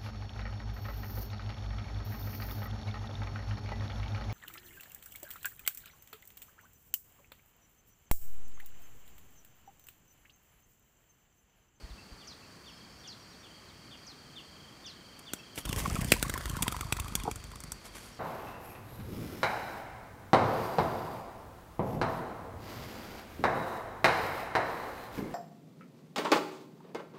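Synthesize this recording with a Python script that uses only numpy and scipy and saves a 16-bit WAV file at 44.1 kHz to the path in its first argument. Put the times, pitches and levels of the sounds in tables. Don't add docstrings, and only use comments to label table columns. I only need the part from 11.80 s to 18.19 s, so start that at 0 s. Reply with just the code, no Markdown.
import sys
import numpy as np
from scipy import signal
from scipy.fft import rfft, irfft, next_fast_len
from scipy.io import wavfile
from scipy.ndimage import uniform_filter1d, map_coordinates

SR = 44100
rng = np.random.default_rng(int(sys.argv[2]) if len(sys.argv) > 2 else 0)


def dump_mix(stems):
    frames = np.atleast_2d(stems).T
    limited = np.clip(frames, -1, 1)
    pcm = np.round(limited * 32767).astype(np.int16)
    wavfile.write(sys.argv[1], SR, pcm)


N = 281843
TIME = np.arange(N) / SR


def from_db(db):
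    return 10 ** (np.asarray(db) / 20)


def rms_one(x):
    return x / np.sqrt(np.mean(x ** 2) + 1e-20)


def burst(x):
    return x * np.sqrt(.01 * SR / (np.sum(x ** 2) + 1e-20))


def in_time(rows, t=TIME):
    s, *columns = np.transpose(rows)
    return [np.interp(t, s, c) for c in columns]


def add(out, start_s, x):
    i = int(start_s * SR)
    out[i:i + len(x)] += x[:len(out) - i]


def filtered(x, kind, order, hz):
    return signal.sosfilt(signal.butter(order, hz, kind, fs=SR, output="sos"), x)


def colour(x, points):
    n = next_fast_len(len(x) + 2048) * 2
    hz, db = np.transpose(points)
    log_hz = np.log(np.fft.rfftfreq(n, 1 / SR) + 1)
    outside = np.abs(log_hz - np.clip(log_hz, np.log(hz[0]), np.log(hz[-1])))
    gain_db = np.interp(log_hz, np.log(hz), db) - 20 * outside
    cepstrum = irfft(np.log(from_db(gain_db)))
    cepstrum[1:n // 2] *= 2
    cepstrum[n // 2 + 1:] = 0
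    response = np.exp(rfft(cepstrum))
    return irfft(rfft(x, n) * response)[:len(x)]


def noise(points):
    return rms_one(colour(rng.standard_normal(N), points))


def drift(rate_hz):
    knots = rng.standard_normal(int(N / SR * rate_hz) + 2)
    return np.interp(TIME * rate_hz, np.arange(len(knots)), knots)


def grains(size, spread_db):
    return rng.standard_normal(size) * from_db(spread_db * rng.standard_normal(size))


def air_push(t, width_s, centre_s):
    u = (t - centre_s) / width_s
    return burst(u * np.exp(-u * u / 2))


# time_s, level_db
FLIGHT_LEVEL = [(3.83, -25), (3.87, -7), (3.99, -1), (4.09, -3.5), (4.23, -2.5), (4.45, -6.5), (4.62, -8),
                (4.85, -7), (5.1, -11), (5.38, -9), (5.62, -15.5), (6.39, -24)]


def flight_db(s):
    return in_time(FLIGHT_LEVEL, s)[0]


def in_flight():
    return TIME > FLIGHT_LEVEL[0][0]


STROKES_PER_S = 26.5


def wingbeat():
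    claps = [s for s, *_ in WING_CLAPS if s > FLIGHT_LEVEL[0][0]]
    runs = []
    for a, b in zip(claps, claps[1:]):
        strokes = max(int(round((b - a) * STROKES_PER_S)), 0)
        runs.append(np.linspace(a, b, strokes, endpoint=False))
    return np.concatenate(runs + [claps[-1:]])


def away_from(times, rows):
    return [s for s in times if min(abs(s - row[0]) for row in rows) > .5 / STROKES_PER_S]


# start_s, contact_s, level_db, body_db (flat of the wing against edges), vane_ring_hz
WING_CLAPS = [(3.535, 0.0015, -35, -3.5, 1520), (3.777, 0.0038, -47.5, 7, 2150),
              (3.853, 0.0098, -41.5, 0.5, 1260), (3.891, 0.0058, -41, -1.5, 1200),
              (3.928, 0.0042, -38.5, 1, 1960), (3.9617, 0.0011, -40.5, -4, 2170),
              (4.001, 0.0067, -46, 4.5, 1310), (4.1552, 0.00067, -42.5, 0, 2340),
              (4.213, 0.0078, -40.5, -3.5, 2210), (4.2454, 0.002, -39.5, -9, 1990),
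              (4.319, 0.00079, -22, -4.5, 2000), (4.3206, 0.0017, -28.5, 8, 2250),
              (4.338, 0.0012, -37.5, 2, 2430), (4.427, 0.0021, -29, -2, 1440),
              (4.496, 0.0065, -36, -0.5, 1330), (4.539, 0.0012, -40, -1, 1600),
              (4.577, 0.0011, -41.5, -1.5, 1290), (4.656, .0036, -42.5, 2, 1280),
              (4.6963, 0.0026, -40.5, -5.5, 3100), (4.7678, 0.0014, -42.5, -0.5, 1380),
              (4.823, 0.0032, -29.5, -10.5, 3320), (4.827, 0.0021, -30.5, -4.5, 2830),
              (4.8796, 0.0025, -34, 3.5, 3200), (4.923, 0.0047, -39, -1.5, 1280),
              (4.965, 0.0025, -46.5, 3.5, 1140), (5.009, 0.0038, -37.5, -2, 1310),
              (5.124, 0.003, -29.5, -1, 2527), (5.167, 0.0068, -42.5, -0.5, 1690),
              (5.1987, 0.0044, -35.5, -6.5, 2750), (5.281, 0.0042, -45.5, -4.5, 2600),
              (5.3528, 0.0026, -25.5, -9, 3250), (5.435, .002, -41, -10.5, 3280),
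              (5.513, 0.0017, -38.5, -5, 2160), (5.558, 0.0032, -41, -12, 1380),
              (5.64, .0023, -47.5, -8, 2400), (5.757, 0.0031, -48, -3.5, 1110),
              (5.804, 0.0016, -44, -14, 1300), (5.837, 0.0041, -43, -11, 1400),
              (5.9195, 0.0025, -33.5, -14.5, 1280)]
# freq_hz, density_db
EDGE_COLOUR = [(2800, -44), (4200, -12.5), (6000, -0.5), (8400, 3), (10300, -1.5), (16000, -4)]
# freq_hz, density_db
VANE_COLOUR = [(800, -13), (1400, 4), (2400, -2), (3500, 1.5), (4200, -5)]
# freq_hz, density_db
SLAP_COLOUR = [(130, -4.5), (250, 0.5), (630, 0.5), (950, 0.5), (1800, -27)]
SOFT_DB, SOFT_BODY_DB, SOFT_CONTACT_S = -51.5, -1, 0.0029
SOFT_FOLLOWS = 0.7


def soft_contacts(uneven_db=6.0, scatter_s=0.0036):
    rows = []
    for s in away_from(wingbeat(), WING_CLAPS):
        start_s = s + scatter_s * rng.standard_normal()
        contact_s = SOFT_CONTACT_S * 2 ** rng.uniform(-1.2, 1)
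        level_db = SOFT_DB + SOFT_FOLLOWS * flight_db(s) + uneven_db * rng.standard_normal()
        ring_hz = rng.choice([row[-1] for row in WING_CLAPS])
        rows.append((start_s, contact_s, level_db, SOFT_BODY_DB, ring_hz))
    return rows


def wing_snaps(edge_db=0.0, vane_db=-3.0, ring_db=-2.0, ring_width_hz=300, slap_db=-4.5,
               blow_share=0.13, shiver_db=1.0, shiver_s=0.0053):
    out, t = np.zeros(N), TIME[:SR // 16]
    for s, contact_s, level_db, body_db, ring_hz in WING_CLAPS + soft_contacts():
        touch = np.exp(-(t / contact_s) ** 4)
        shape = touch + from_db(shiver_db) * np.exp(-t / shiver_s)
        for points, db in ((EDGE_COLOUR, edge_db), (VANE_COLOUR, body_db + vane_db)):
            crackle = shape * grains(len(t), 2.3)
            add(out, s, from_db(level_db + db) * burst(colour(crackle, points)))
        blow = np.exp(-t / (blow_share * contact_s)) * (1 + .5 * rng.standard_normal(len(t)))
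        add(out, s, from_db(level_db + body_db + slap_db) * burst(colour(blow, SLAP_COLOUR)))
        resonance = signal.iirpeak(ring_hz, ring_hz / ring_width_hz, fs=SR)
        ring = signal.lfilter(*resonance, touch * rng.standard_normal(len(t)))
        add(out, s, from_db(level_db + body_db + ring_db) * burst(ring))
    return out


# centre_s, half_width_s, level_db
AIR_THUMPS = [(3.972, 0.0032, -28.5), (4.043, 0.0034, -32), (4.081, 0.0011, -32), (4.124, 0.0026, -25.5),
              (4.148, 0.0013, -30.5), (4.737, 0.0019, -34), (4.811, .0014, -34)]
PUSH_FOLLOWS = 0.87


def wing_air(push_db=-31.0, push_s=0.0018, lag_s=0.0066, uneven_db=3.5, squeeze_db=-5, width_ratio=0.53):
    out, t = np.zeros(N), TIME[:SR // 12] - .02
    pushes = []
    for s in away_from(wingbeat() + lag_s, AIR_THUMPS):
        width_s = push_s * 2 ** rng.uniform(-0.71, 1.0)
        level_db = push_db + PUSH_FOLLOWS * flight_db(s) + uneven_db * rng.standard_normal()
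        pushes.append((s, width_s, level_db))
    for s, width_s, level_db in AIR_THUMPS + pushes:
        add(out, s + t[0], from_db(level_db) * air_push(t, width_s, 0))
    for s, contact_s, level_db, body_db, _ in WING_CLAPS:
        width_s = width_ratio * contact_s
        squeeze = air_push(t, width_s, 0.0013 + 2 * width_s)
        add(out, s + t[0], from_db(level_db + body_db + squeeze_db) * squeeze)
    return filtered(out, "high", 3, 42)


# centre_s, level_db, pitch_hz, glide_per_s (share of the pitch)
LOUD_BUZZES = [(4.058, -27, 1126, -9), (4.1, -37.5, 1167, 16), (4.164, -30.5, 1280, -15),
               (4.452, -36, 1104, 5.5), (4.559, -32.5, 1063, -9.5), (4.791, -36.5, 1055, -14.5),
               (4.864, -29.5, 1050, -7.5), (4.946, -32, 1015, -4.5), (5.19, -35, 1038, 8.5),
               (5.736, -44, 1035, -6)]
FLUTTER_DB, FLUTTER_LEAD_S = -42, .017
FLUTTER_FOLLOWS = 0.19
FLUTTER_HZ, FLUTTER_GLIDE_PER_S = 1088, 10
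SOFT_BUZZ_END_S = 5.42


def soft_buzzes(uneven_db=3, detune=0.127):
    rows = []
    for s in away_from(wingbeat()[1:] - FLUTTER_LEAD_S, LOUD_BUZZES):
        if s < SOFT_BUZZ_END_S:
            level_db = FLUTTER_DB + FLUTTER_FOLLOWS * flight_db(s) + uneven_db * rng.standard_normal()
            pitch_hz = FLUTTER_HZ * (1 + detune * rng.uniform(-0.935, 1))
            rows.append((s, level_db, pitch_hz, FLUTTER_GLIDE_PER_S * rng.standard_normal()))
    return rows


def feather_flutter(level_db=-0.5, rise_s=0.0039, fall_s=0.0076, overtone_db=-10, overtone_growth=0.56,
                    rough=0.46, waver=0.026):
    out, t = np.zeros(N), TIME[:SR // 20] - .025
    swing = np.exp(-(t / np.where(t < 0, rise_s, fall_s)) ** 2)
    loudest_db = max(row[1] for row in LOUD_BUZZES)
    for s, db, pitch_hz, glide_per_s in LOUD_BUZZES + soft_buzzes():
        wobble = rms_one(uniform_filter1d(rng.standard_normal((2, len(t))), size=90))
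        tip_hz = pitch_hz * (1 + glide_per_s * t + waver * wobble[0])
        phase = 2 * np.pi * np.cumsum(tip_hz) / SR
        overtone = from_db(overtone_db + overtone_growth * (db - loudest_db)) * swing
        tone = sum(overtone ** k * np.sin((k + 1) * phase) for k in range(3))
        tone = tone * (1 + rough * wobble[1])
        add(out, s + t[0], from_db(db + level_db) * tone * swing)
    return out


# freq_hz, density_db
RUSTLE_COLOUR = [(1500, -15), (2800, -4), (4200, -6), (9000, -3.5), (12500, -9.5), (16000, -15)]


def barb_ticks(level_db=-48.0, per_s=260, fade_s=0.00057):
    ticks = (rng.random(N) < per_s / SR) * rng.random(N) ** 2
    envelope = signal.lfilter([1], [1, -np.exp(-1 / (fade_s * SR))], ticks + 1e-18)
    crackle = rms_one(colour(envelope * rng.standard_normal(N), RUSTLE_COLOUR))
    return from_db(level_db + flight_db(TIME)) * in_flight() * crackle


# freq_hz, density_db
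SWISH_COLOUR = [(180, -5), (330, 1.5), (700, 3), (1150, -1), (1800, 1), (3200, -16), (4500, -22)]
# freq_hz, density_db
WAKE_COLOUR = [(25, -16), (48, 5.5), (75, -6.5), (150, -6), (280, -16.5), (600, -37.5)]


def stirred_air(rustle_db=-48.0, swish_db=-45, wake_db=-39.0, beat_db=1.0):
    effort = from_db(flight_db(TIME)) * in_flight()
    beats = wingbeat()
    stroke = np.cos(2 * np.pi * np.interp(TIME, beats, np.arange(len(beats))))
    sliding_db = rustle_db + beat_db * stroke + 2 * drift(130)
    sliding = rms_one(colour(grains(N, 4.5), RUSTLE_COLOUR)) * from_db(sliding_db)
    eddies = noise(SWISH_COLOUR) * from_db(swish_db + 4.5 * drift(110))
    wake = from_db(wake_db) * filtered(noise(WAKE_COLOUR), "high", 4, 33)
    return effort * (sliding + eddies + wake)


# time_s, lag_ms
GROUND_LAG_MS = [(3.8, 0.31), (4.32, .42), (4.7, 0.65), (4.83, 0.85)]


def over_ground(x, echo_db=-7):
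    lag_samples = in_time(GROUND_LAG_MS)[0] * SR / 1000
    dull = uniform_filter1d(x, size=5)
    echo = map_coordinates(dull, [np.arange(N) - lag_samples], order=1)
    return x + from_db(echo_db) * echo


# peak_s, fade_s, level_db
BRUSH_TOUCHES = [(3.393, .004, -45.5), (3.758, 0.012, -43), (3.785, 0.014, -35), (3.989, 0.03, -36.5),
                 (6.054, 0.022, -44.5), (6.159, 0.042, -43), (6.25, 0.055, -49)]
# freq_hz, density_db
LEAF_COLOUR = [(200, 4), (600, 1.5), (2200, -1), (4500, -5.5), (11000, -1.5), (16000, -10)]


def brushing(swell_share=0.3):
    level = np.zeros(N)
    for s, fade_s, db in BRUSH_TOUCHES:
        distance_s = np.maximum((s - TIME) / swell_share, TIME - s)
        level += from_db(db) * np.exp(-distance_s / fade_s)
    crackle = grains(N, 4.5) * from_db(3.0 * drift(450))
    return level * rms_one(colour(crackle, LEAF_COLOUR))


def receding(x, dull_hz=9500):
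    dull = filtered(x, "low", 1, dull_hz)
    return x + np.interp(TIME, [4.8, 5.7], [0, 1]) * (dull - x)


# start_s, level_db
KNOCK_BLOWS = [(5.453, -41.5), (5.465, -47), (5.477, -30.5)]
# freq_hz, width_hz, level_db
HOLLOW_MODES = [(338, 52, -8), (470, 61, -4), (700, 170, -5.5), (887, 110, 2.5), (1290, 320, -11)]


def knock(contact_s=0.0061, scuff=0.22, sag_per_s=6):
    out, t = np.zeros(N), TIME[:SR // 8]
    for s, db in KNOCK_BLOWS:
        force = (t == 0) + scuff * rng.standard_normal(len(t)) * np.exp(-t / contact_s)
        for k, (hz, width_hz, mode_db) in enumerate(HOLLOW_MODES):
            phase = 2 * np.pi * np.cumsum(hz * np.exp(-sag_per_s * t)) / SR
            ring = np.exp(-np.pi * width_hz * t) * np.sin(phase)
            struck = burst(signal.fftconvolve(force, ring)[:len(t)])
            add(out, s, (-1) ** k * from_db(db + mode_db) * struck)
    return out


# offset_s, pitch_hz, level_db
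HIGH_SHAPE = [(0, 7440, -9), (.006, 5990, 2), (.016, 5050, -3), (.035, 4310, -8), (.052, 4000, -6),
              (.064, 3090, -3)]
# start_s, level_db
HIGH_TIMES = [(.470, -42.5), (1.272, -41), (2.264, -44), (3.058, -42), (4.271, -45)]
# offset_s, pitch_hz, level_db
LOW_SHAPE = [(0, 3540, 7), (.01, 3650, 7), (.02, 3390, 8.5), (.032, 2970, 4), (.045, 2720, 4),
             (.055, 2500, -11)]
# start_s, level_db
LOW_TIMES = [(.4, -62.5), (0.859, -57.5), (1.237, -58), (1.628, -61), (2.108, -57), (2.556, -52),
             (3.040, -53.5), (3.462, -54), (3.878, -52.5), (4.278, -55), (5.388, -59)]
# offset_s, pitch_hz, level_db
TSIP_SHAPE = [(0, 4330, 1), (.012, 3830, -9), (.028, 3200, -8)]
# start_s, level_db
TSIP_TIMES = [(.095, -51), (1.525, -53), (1.885, -51)]
# offset_s, pitch_hz, level_db
PEEP_SHAPE = [(0, 2560, 16.5), (.02, 2717, 10.5), (.05, 2620, -21)]
# start_s, level_db
PEEP_TIMES = [(.179, -65.5), (.62, -70), (3.586, -64.5)]
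# offset_s, pitch_hz, level_db
TWITTER_SHAPE = [(0, 5200, -9), (.02, 5740, -0.5), (.045, 5350, 0)]
TWITTER_TIMES = [.865, 1.18, 1.39, 1.489, 1.585, 3.566, 3.8, 6.31]
# offset_s, pitch_hz, level_db
WHISTLE_SHAPE = [(0, 5280, 0), (.1, 5130, -1)]
# start_s, level_db
WHISTLE_TIMES = [(.9, -61), (1.07, -63)]


def chirps(shape, calls, waver=0.01):
    out, t = np.zeros(N), TIME[:int(shape[-1][0] * SR)]
    pitch_hz, shape_db = in_time(shape, t)
    fade = signal.windows.hann(len(t)) ** (1 / 4)
    for s, call_db in calls:
        wobble = rms_one(uniform_filter1d(rng.standard_normal(len(t)), size=70))
        phase = 2 * np.pi * np.cumsum(pitch_hz * (1 + waver * wobble)) / SR
        add(out, s, from_db(shape_db + call_db) * np.sin(phase) * fade)
    return out


# time_s, level_db
TRILL_LEVEL = [(.8, -67), (1.02, -54), (1.6, -61.5), (2.7, -59), (3.7, -53.5), (6.39, -65.5)]


def trill(notes_per_s=25.5, centre_hz=3190, fall=0.198):
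    note = np.cumsum(notes_per_s * (1 + 0.12 * drift(15))) / SR % 1
    pitch_hz = centre_hz * (1 + fall * (.5 - note) + 0.0121 * drift(20))
    phase = 2 * np.pi * np.cumsum(pitch_hz) / SR
    level = from_db(in_time(TRILL_LEVEL)[0] + 3.8 * drift(7))
    return level * np.sin(np.pi * note) ** 3 * np.sin(phase)


def far_birds(twitter_db=-59):
    twitters = [(s, twitter_db + 2 * rng.standard_normal()) for s in TWITTER_TIMES]
    birds = chirps(HIGH_SHAPE, HIGH_TIMES) + chirps(LOW_SHAPE, LOW_TIMES) + trill()
    birds += chirps(TSIP_SHAPE, TSIP_TIMES) + chirps(PEEP_SHAPE, PEEP_TIMES)
    return birds + chirps(TWITTER_SHAPE, twitters) + chirps(WHISTLE_SHAPE, WHISTLE_TIMES)


def outdoors(x, wet_db, t60_s):
    t = TIME[:SR // 2]
    scatter = grains(len(t), 3.4) * from_db(-60 * t / t60_s) * (t > .004)
    scatter /= np.sqrt(np.sum(scatter ** 2))
    return x + from_db(wet_db) * signal.fftconvolve(x, scatter)[:N]


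# centre_s, level_db
BREEZE_PUFFS = [(0.042, -36), (0.112, -38.5), (0.131, -42), (.325, -41.5)]


def breeze(width_s=0.0043):
    lumps = sum(from_db(db) * air_push(TIME, width_s, s) for s, db in BREEZE_PUFFS)
    return filtered(lumps + 1e-18, "high", 2, 35)


# freq_hz, density_db
INSECT_COLOUR = [(3700, -29.5), (4300, -11), (4650, -6), (4900, -16), (5400, -27.5)]


def insects(level_db=-61.5):
    return from_db(level_db + 1.3 * drift(40)) * noise(INSECT_COLOUR)


# freq_hz, density_db
HUSH_COLOUR = [(20, -19), (60, -2), (190, -0.5), (500, -8.5), (900, -11), (1170, -9), (1450, -11.5),
               (2300, -13.5), (3800, -21.5), (5500, -18.5), (9000, -25), (11000, -31), (15500, -31)]


def hush(level_db=-54.5):
    return from_db(level_db) * noise(HUSH_COLOUR)


def scene():
    feathers = outdoors(wing_snaps() + barb_ticks(), wet_db=-19.5, t60_s=0.25) + stirred_air()
    dove = over_ground(feathers) + feather_flutter() + wing_air()
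    near = receding(dove + brushing())
    far = outdoors(knock(), wet_db=-14.0, t60_s=0.12) + outdoors(far_birds(), wet_db=-4.5, t60_s=0.25)
    return (near + far + breeze() + insects() + hush())[None]


def record(dry, cutoff_hz=15500):
    return signal.sosfilt(signal.ellip(10, .1, 80, cutoff_hz, fs=SR, output="sos"), dry)


dry = scene()
out = record(dry)
dump_mix(out)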